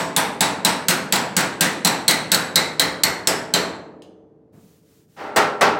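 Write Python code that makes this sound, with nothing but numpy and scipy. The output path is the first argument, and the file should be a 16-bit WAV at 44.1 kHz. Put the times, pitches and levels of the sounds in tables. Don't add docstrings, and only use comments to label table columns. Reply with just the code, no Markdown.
import sys
import numpy as np
from scipy import signal
from scipy.io import wavfile

SR = 44100
rng = np.random.default_rng(int(sys.argv[2]) if len(sys.argv) > 2 else 0)


def persist_wave(psi):
    counts = np.round(np.clip(psi, -1, 1) * 32767).astype(np.int16)
    wavfile.write(sys.argv[1], SR, np.atleast_2d(counts).T)


N = 255339
TIME, AGE = np.arange(N) / SR, np.arange(int(1.7 * SR)) / SR
CRACK, SHORT, BODY = int(.005 * SR), int(.06 * SR), int(.15 * SR)
EDGES = np.geomspace(35, 17000, 25)
CENTRES = np.sqrt(EDGES[1:] * EDGES[:-1])
BANDS = [signal.butter(2, edge, "band", fs=SR, output="sos") for edge in zip(EDGES, EDGES[1:])]
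NOISE = np.array([signal.sosfilt(band, rng.standard_normal(N + SR))[SR // 4:] for band in BANDS])


# (time [s], give [dB])
GIVE = [(0.15, 1), (1.37, 3), (1.85, 3.5), (2.1, 2), (3.05, -12), (3.54, -2)]
# (frequency [Hz], tilt [dB/dB])
GIVE_COLOUR = [(70, -0.6), (180, 0.53), (420, 0), (1900, 0), (2800, 0.4), (4500, 0)]
# (frequency [Hz], density [dB])
CLANG_SPECTRUM = [(35, -38.5), (55, -21), (75, -15.5), (110, -10.5), (170, -1), (250, -1), (400, -4.5),
                  (900, -2), (1200, -5), (1600, -2.5), (2200, -5), (3000, -13), (5000, -11.5), (9000, -37),
                  (16000, -65.5)]
# (frequency [Hz], level [dB], t60 [s])
TAP_MODES = [(178.6, -4.5, 0.85), (283.3, -5, 0.9), (520, -4.5, 0.94), (655.6, -1, 0.87), (885, 0, 0.67),
             (1590, 5.5, 0.22), (1787, -11, 1), (2160, -3, 0.11)]
# (frequency [Hz], level [dB], t60 [s])
BODY_MODES = [(156.2, 0, 3.1), (185.4, -2, 2.1), (230, -13.5, 1.6), (315, -1, 3.28), (373, 2.5, 0.96),
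              (397, -6, 1.3), (442.6, 0, 3.6), (487, -3, 2.1), (597, -3.5, 2.3), (616, -5, 2.1)]
# (time [s], clink [dB], spot resonance [Hz], tool ring [Hz], ring over chatter [dB])
TAPS = [(-0.078, -10.5, 990, 3700, -14), (0.1635, -12.5, 890, 3600, -5), (0.4069, -12, 860, 3840, -4.5),
        (0.6485, -10.5, 945, 3950, -1), (0.8837, -11.5, 1475, 4290, -10.5),
        (1.1237, -12.5, 900, 3950, -10.5), (1.366, -13, 1520, 4040, -20), (1.6084, -11, 1890, 3800, -8.5),
        (1.848, -11.5, 864, 4090, 0), (2.08, -9, 2066, 4180, 3), (2.3175, -9.5, 1530, 3974, -4.5),
        (2.5575, -8.5, 2070, 4040, 2.5), (2.796, -8.5, 1987, 4070, 4), (3.0351, -8.5, 2030, 4320, 0),
        (3.2723, -10, 450, 5400, -5.5), (3.5381, -11, 480, 4020, 3.5)]

def taps(room):
    out = np.zeros(N)
    decay, gains = panel_decay(swell_s=0.011, hang_t60=2.06), band_gains(CLANG_SPECTRUM)
    base_clang_db = -23
    for s, clink_db, peak_hz, ring_hz, ring_db in TAPS:
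        give_db = np.interp(s, *np.transpose(GIVE))
        add(out, s, from_db(-23.5 + give_db) * boom(hz=184, peak_s=.012))
        clang_db = base_clang_db + 0.12 * give_db
        balance = from_db(clang_db + at_hz(GIVE_COLOUR, CENTRES) * give_db)
        add(out, s, panel(gains * balance, decay))
        bloom = dying(0.89 * at_hz(PANEL_T60, peak_hz)) * (1 - dying(0.065))
        resonance = cluster(peak_hz, width_hz=287, size=len(AGE)) * bloom
        add(out, s, from_db(clang_db - 5.5) * level(resonance, BODY))
        rings = [(ring_hz, ring_db), (7830 + 250 * rng.normal(), -4.5)]
        steel = strike(rings, room, room_db=-1.5 + 0.3 * give_db, chatter_s=0.005, ring_t60=0.035)
        add(out, s, from_db(clink_db) * steel)
    hits = [(s, base_clang_db) for s, *_ in TAPS]
    out += from_db(-9) * ringing(hits, TAP_MODES, scatter_db=3.0)
    return out + from_db(-21) * ringing(hits, BODY_MODES, scatter_db=0.0)


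def strike(rings, room, room_db, chatter_s, ring_t60, wall_paths=2):
    glint = from_db(-8) * overtones(t60=.032)
    echoes = sum(echo(clink(rings, chatter_s, ring_t60) + glint, room) for _ in range(wall_paths))
    out = from_db(room_db) * echoes / np.sqrt(wall_paths)
    out[:SHORT] += clink(rings, chatter_s, ring_t60) + glint
    return out


# (frequency [Hz], density [dB])
CHATTER_SPECTRUM = [(700, -21.5), (2000, -2.5), (3000, -1.5), (4300, 3.5), (6000, -4), (8000, 7.5),
                    (10500, -11), (12000, -3), (13700, -4), (16000, -3.5)]

def clink(rings, chatter_s, ring_t60):
    age = AGE[:SHORT]
    sound = level(hiss(CHATTER_SPECTRUM, SHORT) * np.exp(-(age / chatter_s) ** 2), SHORT)
    for hz, db in rings:
        width_hz = 330 * np.sqrt(hz / 4000)
        ring = cluster(hz, width_hz, SHORT) * dying(ring_t60)[:SHORT]
        sound += from_db(db) * level(ring, SHORT)
    attack = 1 - np.exp(-age / 0.00034)
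    return level(sound * attack, CRACK)


def overtones(t60, count=16):
    hz = 3000 * 5 ** rng.random((count, 1)) ** .8
    strengths = rng.standard_normal((count, 1)) / hz ** .3
    partials = strengths * np.sin(2 * np.pi * hz * AGE[:SHORT])
    return level(partials.sum(axis=0) * dying(t60)[:SHORT], CRACK)


def boom(hz, peak_s):
    age = AGE[:2 * SHORT]
    swell = (age / peak_s * np.exp(1 - age / peak_s)) ** 2
    return swell * np.sin(2 * np.pi * hz * (1 + 0.058 * rng.normal()) * age)


def panel(gains, decay):
    return gains @ level(noise_bands(len(AGE)) * decay, BODY)


# (frequency [Hz], t60 [s])
PANEL_T60 = [(60, 1.0), (170, 0.94), (450, 0.67), (1000, 0.76), (2000, 0.56), (4000, 0.46), (8000, 0.29)]
# (frequency [Hz], level [dB])
BODY_HANG = [(60, -20.5), (170, -13.5), (450, -2), (800, -23.5), (1500, -38.5), (4000, -67)]

def panel_decay(swell_s, hang_t60):
    swell = 1 - np.exp(-AGE / swell_s)
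    sheet = [dying(t60) for t60 in at_hz(PANEL_T60, CENTRES)]
    hang = from_db(at_hz(BODY_HANG, CENTRES))[:, None] * dying(hang_t60)
    return swell * np.hypot(sheet, hang)


# (time [s], level [dB])
REBOUNDS = [(0.907, -19), (1.157, -18.5), (1.407, -23), (1.872, -14.5), (2.109, -15), (2.345, -12.5),
            (2.816, -22.5)]

def rebounds(room):
    out = np.zeros(N)
    for s, db in REBOUNDS:
        add(out, s, from_db(db) * strike([(4080, 0)], room, room_db=-8.5, chatter_s=0.01, ring_t60=0.036))
    return out


# (frequency [Hz], density [dB])
BLOW_SPECTRUM = [(40, -34), (80, -24.5), (170, -10), (300, -8), (500, -3.5), (850, -1.5), (1400, -6),
                 (2100, -9.5), (2900, -18), (5000, -19.5), (8000, -34), (11000, -43), (16000, -48)]
# (frequency [Hz], level [dB], t60 [s])
BLOW_MODES = [(416, -1, 0.88), (429, -2, 0.47), (511.4, 0.5, 0.68), (607, -6, 1), (788, 0, 0.91),
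              (838, -3, 0.57), (910, -2.5, 0.55), (925, -14, 0.39), (1125, -5, 0.56), (1343, -2.5, 0.99),
              (1414, -11, 1), (1860, 1.5, 0.4)]
# (time [s], panel [dB], clink [dB])
BLOWS = [(5.112, -16, -21.5), (5.361, -16, -21), (5.61, -15, -26)]

def heavy_blows(room):
    out, decay = np.zeros(N), panel_decay(swell_s=0.0031, hang_t60=1.45) * dying(3.5)
    for s, panel_db, clink_db in BLOWS:
        add(out, s, from_db(panel_db) * panel(band_gains(BLOW_SPECTRUM), decay))
        steel = strike([(8000, -6.0)], room, room_db=-7.5, chatter_s=0.025, ring_t60=0.091)
        add(out, s, from_db(clink_db) * steel)
    hits = [(s, panel_db) for s, panel_db, _ in BLOWS]
    out += from_db(-7.0) * ringing(hits, BLOW_MODES, scatter_db=1.6)
    return out * np.interp(TIME, [5.162, 5.39], [0, 1])


# (frequency [Hz], level [dB], t60 [s])
TOOL_MODES = [(3430, -5, 0.63), (4030, 0, 0.31), (4474, -12, 0.32), (5329, -12, .34), (6100, -14, 0.7),
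              (7165, -19, 0.26), (7900, -19, 0.38)]

def tools_put_down(room, s, db):
    out = from_db(-18) * ringing([(s, db)], TOOL_MODES, scatter_db=1.5)
    tick = from_db(db) * strike([(3000, -1)], room, room_db=-2.0, chatter_s=0.0047, ring_t60=0.0069)
    soften = signal.butter(1, 4000, fs=SR, output="sos")
    add(out, s, signal.sosfilt(soften, tick))
    return out


# (frequency [Hz], density [dB])
THUD_SPECTRUM = [(40, -32), (100, -6), (170, 3), (300, -11), (550, -17), (1200, -27), (4000, -46)]
# (frequency [Hz], density [dB])
SKIN_SPECTRUM = [(300, -4), (1000, 1.5), (2500, -1), (5000, 0), (8000, 0.5), (11000, -5), (14000, 1),
                 (16000, -2)]
# (start [s], length [s], level [dB])
STROKES = [(4.522, 0.32, -62), (4.823, 0.25, -62.5), (5.068, 0.25, -62.5)]

def palm(land_s, thud_db):
    out, rub = np.zeros(N), np.zeros(N)
    thud = panel(band_gains(THUD_SPECTRUM), panel_decay(swell_s=0.013, hang_t60=1.4))
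    add(out, land_s, from_db(thud_db) * thud)
    for s, length_s, db in STROKES:
        speed = np.sin(np.pi * np.clip((TIME - s) / length_s, 0, 1))
        rub += from_db(db) * np.abs(speed) ** 0.6
    return out + rub * hiss(SKIN_SPECTRUM, N)


# (frequency [Hz], t60 [s])
GARAGE_T60 = [(500, .65), (2000, .55), (4000, .49), (8000, .42), (11000, .34), (14000, .28), (16000, .24)]

def garage(build_s, size=30000):
    decay = np.array([dying(t60) for t60 in at_hz(GARAGE_T60, CENTRES)])
    onset = 1 - np.exp(-AGE / build_s)
    early = 1 + 1.2 * dying(0.13)
    return (decay * onset * early)[:, :size]


def echo(sound, room):
    paths = np.sum(noise_bands(room.shape[1]) * room, axis=0)
    return signal.fftconvolve(sound, paths / np.linalg.norm(paths))


# (frequency [Hz], density [dB])
ROOM_TONE = [(30, -21), (75, -1), (150, 5), (450, -3.5), (800, -24.5), (2000, -36.5), (6000, -46),
             (16000, -58.5)]

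def room_tone(db):
    return from_db(db) * hiss(ROOM_TONE, N)


def ringing(hits, modes, scatter_db):
    out = np.zeros(N)
    s, hit_db = np.transpose(hits)
    at = np.round(np.maximum(s, 0) * SR).astype(int)
    chance = rng.standard_normal((len(at), len(modes), 2))
    for k, (hz, db, t60) in enumerate(modes):
        clicks = np.full(N, 1e-18)
        clicks[at] = from_db(hit_db + db + scatter_db * chance[:, k, 0]) * np.sign(chance[:, k, 1])
        radius, angle = np.exp(-np.log(1000) / (t60 * SR)), 2 * np.pi * hz / SR
        out += signal.lfilter([0, np.sin(angle)], [1, -2 * radius * np.cos(angle), radius ** 2], clicks)
    return out


def cluster(hz, width_hz, size):
    band = signal.butter(2, [hz - width_hz / 2, hz + width_hz / 2], "band", fs=SR, output="sos")
    return signal.sosfilt(band, rng.standard_normal(size + SHORT))[SHORT:]


def hiss(spectrum, size):
    return band_gains(spectrum) @ level(noise_bands(size), size)


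def noise_bands(size):
    starts = (rng.random(len(NOISE)) * (NOISE.shape[1] - size)).astype(int)
    return np.array([band[start:start + size] for band, start in zip(NOISE, starts)])


def band_gains(spectrum):
    gains = from_db(at_hz(spectrum, CENTRES)) * np.sqrt(CENTRES)
    return gains / np.linalg.norm(gains)


def at_hz(points, hz):
    f, value = np.transpose(points)
    return np.interp(np.log(hz), np.log(f), value)


def from_db(db):
    return 10 ** (np.asarray(db) / 20)


def level(x, size):
    return x / np.sqrt(np.mean(x[..., :size] ** 2, axis=-1, keepdims=True) + 1e-30)


def dying(t60):
    return np.exp(-np.log(1000) * AGE / t60)


def add(out, s, sound):
    at = round(s * SR)
    part = sound[max(-at, 0):N - at]
    out[max(at, 0):][:len(part)] += part


def scene():
    room = garage(build_s=0.0029)
    hammering = taps(room) + rebounds(room) + heavy_blows(room)
    handling = tools_put_down(room, s=4.021, db=-43.5) + palm(land_s=4.526, thud_db=-50)
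    return (hammering + handling + room_tone(db=-58))[None]


def record(dry):
    thin = signal.sosfilt(signal.butter(4, 55, "high", fs=SR, output="sos"), dry)
    rounded = thin / (1 + (thin / .95) ** 6) ** (1 / 6)
    return signal.sosfilt(signal.ellip(10, .2, 70, 16000, fs=SR, output="sos"), rounded)


dry = scene()
out = record(dry)
persist_wave(out)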